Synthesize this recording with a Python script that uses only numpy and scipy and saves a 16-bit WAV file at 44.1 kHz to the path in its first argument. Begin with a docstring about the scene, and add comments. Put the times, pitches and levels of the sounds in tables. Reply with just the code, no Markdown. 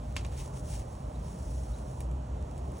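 """A low fire roar flutters and hums, cloth swishes, wood pops and ticks, and brief rough tones sound.
A wood fire draws in a small sheet-metal stove inside a tent, a phone held close above it.
Noise bands make the roar and narrow noise the flue hum; clicks over noise make the cloth.
Bursts with a metal ring and a dull tail make the pops; swept sines make the rough tones.
The bass is alike in left and right; the treble differs in phase, likeness and balance."""
import sys
import numpy as np
from scipy import signal
from scipy.fft import rfft, irfft, next_fast_len
from scipy.io import wavfile
from scipy.ndimage import uniform_filter1d

SR = 44100
rng = np.random.default_rng(int(sys.argv[2]) if len(sys.argv) > 2 else 0)


def invert_db(level):
    """Linear amplitude ratio for a level in decibels (20 dB per decade), elementwise."""
    return 10 ** (np.asarray(level, dtype=float) / 20)


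def master_out(mix):
    """Clip the mix to full scale and print it as 16-bit PCM to the path in sys.argv[1]."""
    frames = np.transpose(np.atleast_2d(mix))
    ceiling = np.clip(frames, -1, 1)
    pcm = np.round(ceiling * 32767).astype(np.int16)
    wavfile.write(sys.argv[1], SR, pcm)


N = 123479  # samples
T = np.arange(N) / SR
SIZE = next_fast_len(N + SR // 2)  # transform length, with room for filter tails
HZ = np.maximum(np.fft.rfftfreq(SIZE, 1 / SR), 1)
SHARED = np.array([[1], [0]])  # puts a sound in the shared row only, not in its unrelated twin

# level of the rumble as it happens to waver, only its changes count: (t/s, level/dB)
RUMBLE_LEVEL = [(0.0, -39), (0.28, -34.5), (0.3, -34.5), (0.41, -35.5), (0.47, -44.5), (0.54, -38),
                (0.58, -50), (0.63, -34.5), (0.69, -38.5), (0.76, -36.5), (0.89, -36), (0.9, -52),
                (0.94, -41.5), (1.02, -43.5), (1.04, -34.5), (1.16, -46), (1.2, -34), (1.28, -44),
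                (1.31, -32.5), (1.36, -53.5), (1.42, -30.5), (1.46, -39), (1.47, -33), (1.63, -35),
                (1.67, -45.5), (1.71, -30), (1.77, -52), (1.81, -40.5), (1.85, -38.5), (1.98, -51.5),
                (2.0, -33), (2.17, -33.5), (2.21, -40), (2.27, -51), (2.31, -37.5), (2.42, -32.5),
                (2.5, -46), (2.51, -41), (2.68, -34.5), (2.8, -51.5)]


def read(table, column, at, scale=np.asarray):
    """One column of a table, joined by straight lines."""
    rows = np.array(table, float)
    return np.interp(scale(at), scale(rows[:, 0]), rows[:, column])


def unit(x):
    """Scale to rms 1."""
    return x / np.sqrt(np.mean(x ** 2))


def shape(x, gain):
    """Filter by a gain for each frequency."""
    return irfft(rfft(x, SIZE) * gain, SIZE)[..., :N]


def colour(table):
    """Gain from (f/Hz, level/dB) points."""
    return invert_db(read(table, 1, HZ, np.log))


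def walk(rate):
    """Random levels held 1 / rate s and slewed twice; spread about 0.7."""
    k = int(SR / rate)
    held = np.repeat(rng.standard_normal(N // k + 1), k)
    slewed = uniform_filter1d(uniform_filter1d(held, k), k)
    return 0.99 * slewed[:N]


def roar():
    """Flame noise in overlapping bands that swell together and flutter alone; the bass also wavers."""
    # spectrum of flame roar and the faint hiss above it: (f/Hz, relative level per Hz/dB)
    roar_colour = [(20, -31), (30, -26), (40, -18), (50, -8), (70, -5.5), (100, -8), (150, -13.5),
                   (220, -18.5), (350, -24), (520, -23), (800, -25), (1100, -31), (1500, -41.5),
                   (2200, -49.5), (3000, -49.5), (4500, -54.5), (7000, -52.5), (10500, -58), (12500, -56),
                   (16000, -72)]
    roar_db, swell_db, flutter_db = -40, -0.5, 1.32  # overall rms; dB per unit of walk
    rumble = read(RUMBLE_LEVEL, 1, T)
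    rumble = rumble - rumble.mean()
    swell = walk(1.81)
    out = 0
    for hz in 22 * 2 ** np.arange(0, 10, .5):
        octaves = np.clip(np.log2(HZ / hz), -.5, .5)
        band = np.cos(np.pi * octaves) * colour(roar_colour)
        db = swell_db * swell + flutter_db * walk(8.91)
        db = db + 0.35 * rumble * (hz < 90)
        out = out + invert_db(db) * shape(rng.standard_normal((2, N)), band)
    return unit(out) * invert_db(roar_db)


def flue_hum():
    """Air in firebox and flue resonates: narrow noise, its level partly steadied."""
    # air resonances of firebox and flue: (f/Hz, width/Hz, rms level/dB, steadiness 0-1)
    resonances = [(60.9, 14.9, -38.5, 0.66), (130.87, 2.8, -48, 1), (170.8, 5.3, -60, 0),
                  (605.9, 12, -58, 0.53)]
    # how strongly the upper resonances sound, scaled by hum_share below: (t/s, level/dB)
    hum_levels = [(0.0, -67), (0.06, -58.5), (0.28, -66.5), (0.57, -58), (0.78, -59.5), (0.81, -79),
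                  (0.88, -63), (1.63, -63), (1.64, -73), (1.75, -59.5), (2.7, -62.5), (2.8, -59)]
    hum_share, waver_db = 0.73, 1.5  # share of the dB curve; dB per unit of walk
    rumble = read(RUMBLE_LEVEL, 1, T)
    rumble = rumble - rumble.mean()
    out = 0
    for hz, width, db, steady in resonances:
        peak = 1 / (1 + (2 * (HZ - hz) / width) ** 2)
        narrow = unit(shape(rng.standard_normal((2, N)), peak))
        air = signal.hilbert(narrow, SIZE)[:, :N]
        # dividing by the envelope steadies the tone
        air = (air / (abs(air) + 0.031) ** np.clip(steady, 0, 1)).real
        if hz < 90:
            strength = rumble
        else:
            strength = hum_share * read(hum_levels, 1, T) + waver_db * walk(6.81)
        air = air * invert_db(strength)
        # trim the sidebands that the level changes add
        air = unit(shape(air, 1 / (1 + ((HZ - hz) / (1.53 * width)) ** 4)))
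        out = out + air * invert_db(db)
    return out


def cloth():
    """Threads slip past each other: dense tiny clicks over a smooth swish."""
    # cloth moving: (t/s, high rustle level/dB, low rustle level before a 7 dB cut, relative to high/dB)
    moves = [(0, -70.5, 9.5), (.3, -68, 10.5), (.34, -65, 12.5), (.39, -53.5, 6), (.45, -57, 2),
             (.52, -65, 1), (.575, -56.5, 3.5), (.6, -54, -19), (.62, -64.5, 1), (.69, -53.5, -4),
             (.725, -50, 0), (.8, -54, 1), (.84, -66.5, 5), (.9, -63, -3.5), (1.17, -68.5, 6.5),
             (1.27, -60, 1), (1.5, -57.5, -6), (1.85, -62, -3.5), (2.0, -61, -6), (2.1, -75.5, 2),
             (2.8, -66.5, 7)]
    # spectrum of the high rustle: (f/Hz, relative level per Hz/dB)
    high_colour = [(2000, -17), (4500, -7.5), (5500, 0.5), (8000, -1), (10300, 1.5), (11800, -13),
                   (16000, -4)]
    # spectrum of the low rustle: (f/Hz, relative level per Hz/dB)
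    low_colour = [(900, -31), (1800, -1), (2600, 1), (4000, -3.5), (5500, -7)]
    grains_per_s, grain_spread_db, grain_db = 2500, 2.2, -2  # grain_db is relative to the swish
    grains = (rng.random((2, N)) < grains_per_s / SR) * rng.standard_normal((2, N))
    grains = grains * invert_db(grain_spread_db * rng.exponential(size=N))
    rub = rng.standard_normal((2, N)) + invert_db(grain_db) * unit(grains)
    high = unit(shape(rub, colour(high_colour)))
    low = unit(shape(rub, colour(low_colour)))
    level_db = read(moves, 1, T) + 1.44 * walk(59.81)
    return invert_db(level_db) * (high + invert_db(read(moves, 2, T) - 7.0) * low)


def stove_ring(t):
    """The stove walls ring as a chord of decaying sines."""
    # modes of the stove walls: (f/Hz, relative level/dB, t60/s)
    modes = [(1090, -1, 0.039), (1630, -12, 0.034), (1850, -6.5, 0.032), (2260, -14, 0.016),
             (2413, 1.5, 0.019), (2700, -2, 0.021), (2910, -3.5, 0.021), (3490, -7, 0.019),
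             (3820, -3.5, 0.029)]
    ring = sum(invert_db(db - 60 * t / t60) * np.sin(2 * np.pi * hz * t) for hz, db, t60 in modes)
    return unit(ring) * invert_db(-25)


def place(x, s):
    """Put a short sound at s seconds."""
    return np.pad(x, ((0, 0), (int(s * SR), N)))[:, :N]


def pops():
    """A steam pocket bursts and wood splinters; stove walls ring, the tent returns a brief dull tail."""
    # pops of the wood: (t/s, level/dB, centre f/Hz, crack decay time/ms, answer of stove and tent/dB)
    pop_list = [(0.1576, -36, 4500, 2.2, -25), (0.1654, -17, 2700, 3, -8), (0.1694, -28.5, 3030, 2, -8),
                (0.2106, -33, 2800, .7, -14), (0.2481, -28, 3200, 0.96, -11), (.251, -29.5, 1800, 1.3, -14),
                (0.2654, -36, 9500, .6, -20), (.338, -50, 4000, 1, -20), (.3765, -36, 7000, 1.7, -18),
                (.4775, -40, 7000, 1.5, -20), (0.571, -41, 4000, 1.5, -13), (.596, -39, 7500, 1.5, -23),
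                (1.43, -41, 8000, 1.2, -25), (1.786, -39, 8000, 0.95, -13), (1.913, -43, 9500, 2.4, -20),
                (2.006, -27, 10500, 0.51, -15), (2.114, -38, 12500, 0.36, -13), (2.224, -48, 9000, .6, -25),
                (2.579, -41.5, 9550, 1.5, -10), (2.7205, -45, 9000, 1.3, -20),
                (2.783, -38.5, 9000, 1.1, -21)]
    # colour of a crack: (f/Hz, level/dB)
    wood_colour = [(500, -36), (1100, 9), (1600, -6), (2600, 2.5), (3800, -2), (5000, 4), (8000, 7.5),
                   (10500, 8), (12500, 7), (16000, 3)]
    burst_db, splinter_db = -2, -10
    tent_db, tent_t60_s, tent_rise_s, tent_hz = -6, 0.14, 0.00095, 7300
    focus_octaves = 1.17  # distance from a crack's centre at which its gain halves
    ring_slope_db = -1  # per octave: brighter cracks ring the stove less
    t = T[:SR // 4]
    ring = stove_ring(t)
    open_gain = colour(wood_colour)
    dull = 1 / (1 + (HZ / tent_hz) ** 2)
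    out = 0
    for s, db, hz, ms, answer_db in pop_list:
        noise = rng.standard_normal((2, 2, len(t)))
        splinter = noise[0] * np.exp(-t * 1000 / ms) * invert_db(splinter_db)
        burst = SHARED * (t == 0) * invert_db(burst_db)  # a single-sample click
        tail = noise[1] * invert_db(tent_db - 60 * t / tent_t60_s) * (1 - np.exp(-t / tent_rise_s))
        focus = open_gain / (1 + (np.log2(HZ / hz) / focus_octaves) ** 2)
        crack = shape(place(splinter + burst, s), focus)
        tent = shape(place(tail, s), focus * dull)
        rung = place(SHARED * ring, s) * invert_db(ring_slope_db * np.log2(hz / 2700))
        out = out + invert_db(db) * (crack + invert_db(answer_db) * (tent + rung))
    return out


def rough_tones():
    """High whistles, likely of steam, and one low tone: rising sines with unsteady level and phase."""
    # brief tones: (centre t/s, f at centre/Hz, peak level before wavering/dB, half-length to 1/e/ms)
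    tones = [(1.054, 4020, -66, 4), (1.157, 3900, -61, 9.9), (1.743, 3920, -59.5, 8), (2.02, 507, -52, 30)]
    rise_per_s = 1.9  # share of its centre pitch that a tone gains per second
    out = 0
    for s, hz, db, ms in tones:
        t = T - s
        turns = hz * (1 + rise_per_s * t / 2) * t
        level = invert_db(db + 3.3 * walk(hz / 7)) * np.exp(-(t * 1000 / ms) ** 2)
        out = out + level * np.sin(2 * np.pi * turns + 1.2 * walk(hz / 8))
    return SHARED * out


def stereo_image(shared, twin):
    """Mix a shared sound and its twin into left and right by likeness, then part them in phase and level."""
    # stereo phase, likeness and balance by frequency, nearly reached:
    # (f/Hz, phase lead of right/rad, likeness 0-1, left minus right/dB)
    image = [(25, .002, 1, 0), (70, .008, 1, 0), (110, .025, .9998, 0), (200, .15, .985, .6),
             (300, .45, .95, .9), (400, 1, .85, .5), (500, 1.5, .82, -3.2), (800, 2.1, .72, -6.5),
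             (1250, 2, .5, -7), (1500, .6, .6, -3.5), (1900, .1, .92, 0), (2150, .1, .92, .5),
             (2500, .8, .85, -.5), (3000, .5, .66, 1), (4000, .7, .8, -1.5), (4600, .8, .4, 0),
             (5000, 3.8, .5, 0), (5400, 5.8, .75, 0), (5750, 2 * np.pi, 1, 0), (6800, 2 * np.pi, 1, 0),
             (7100, 6.7, .86, 0), (8000, 7.3, .82, 0), (10000, 8.3, .78, 0), (10800, 8.8, .75, 0),
             (11200, 3 * np.pi, 1, 0), (14600, 3 * np.pi, 1, 0), (15000, 10, .75, 0), (15800, 10.2, .65, 0)]
    lead, like, pan_db = (read(image, k, HZ, np.log) for k in (1, 2, 3))
    like = np.clip(like, 0, 1)
    same = np.sqrt((1 + like) / 2)
    other = np.sqrt((1 - like) / 2)

    def side(sign):
        """One channel: negative sign is left, positive is right."""
        mixed = shape(shared, same) - sign * shape(twin, other)
        return shape(mixed, invert_db(-sign * pan_db / 2) * np.exp(sign * .5j * lead))

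    return np.array([side(-0.99), side(1)])


def scene():
    """Add the sources, each a shared sound and an unrelated or silent twin, and spread them in stereo."""
    shared, twin = roar() + flue_hum() + cloth() + pops() + rough_tones()
    return stereo_image(shared, twin)


def band_limit(x):
    """A steep low-pass at the top of the band."""
    return signal.sosfilt(signal.butter(12, 16570, fs=SR, output="sos"), x)


def record(dry):
    """The phone cuts everything from 15950 Hz up."""
    mix = shape(dry, 1. * (HZ < 15950))
    return band_limit(mix)


dry = scene()
out = record(dry)
master_out(out)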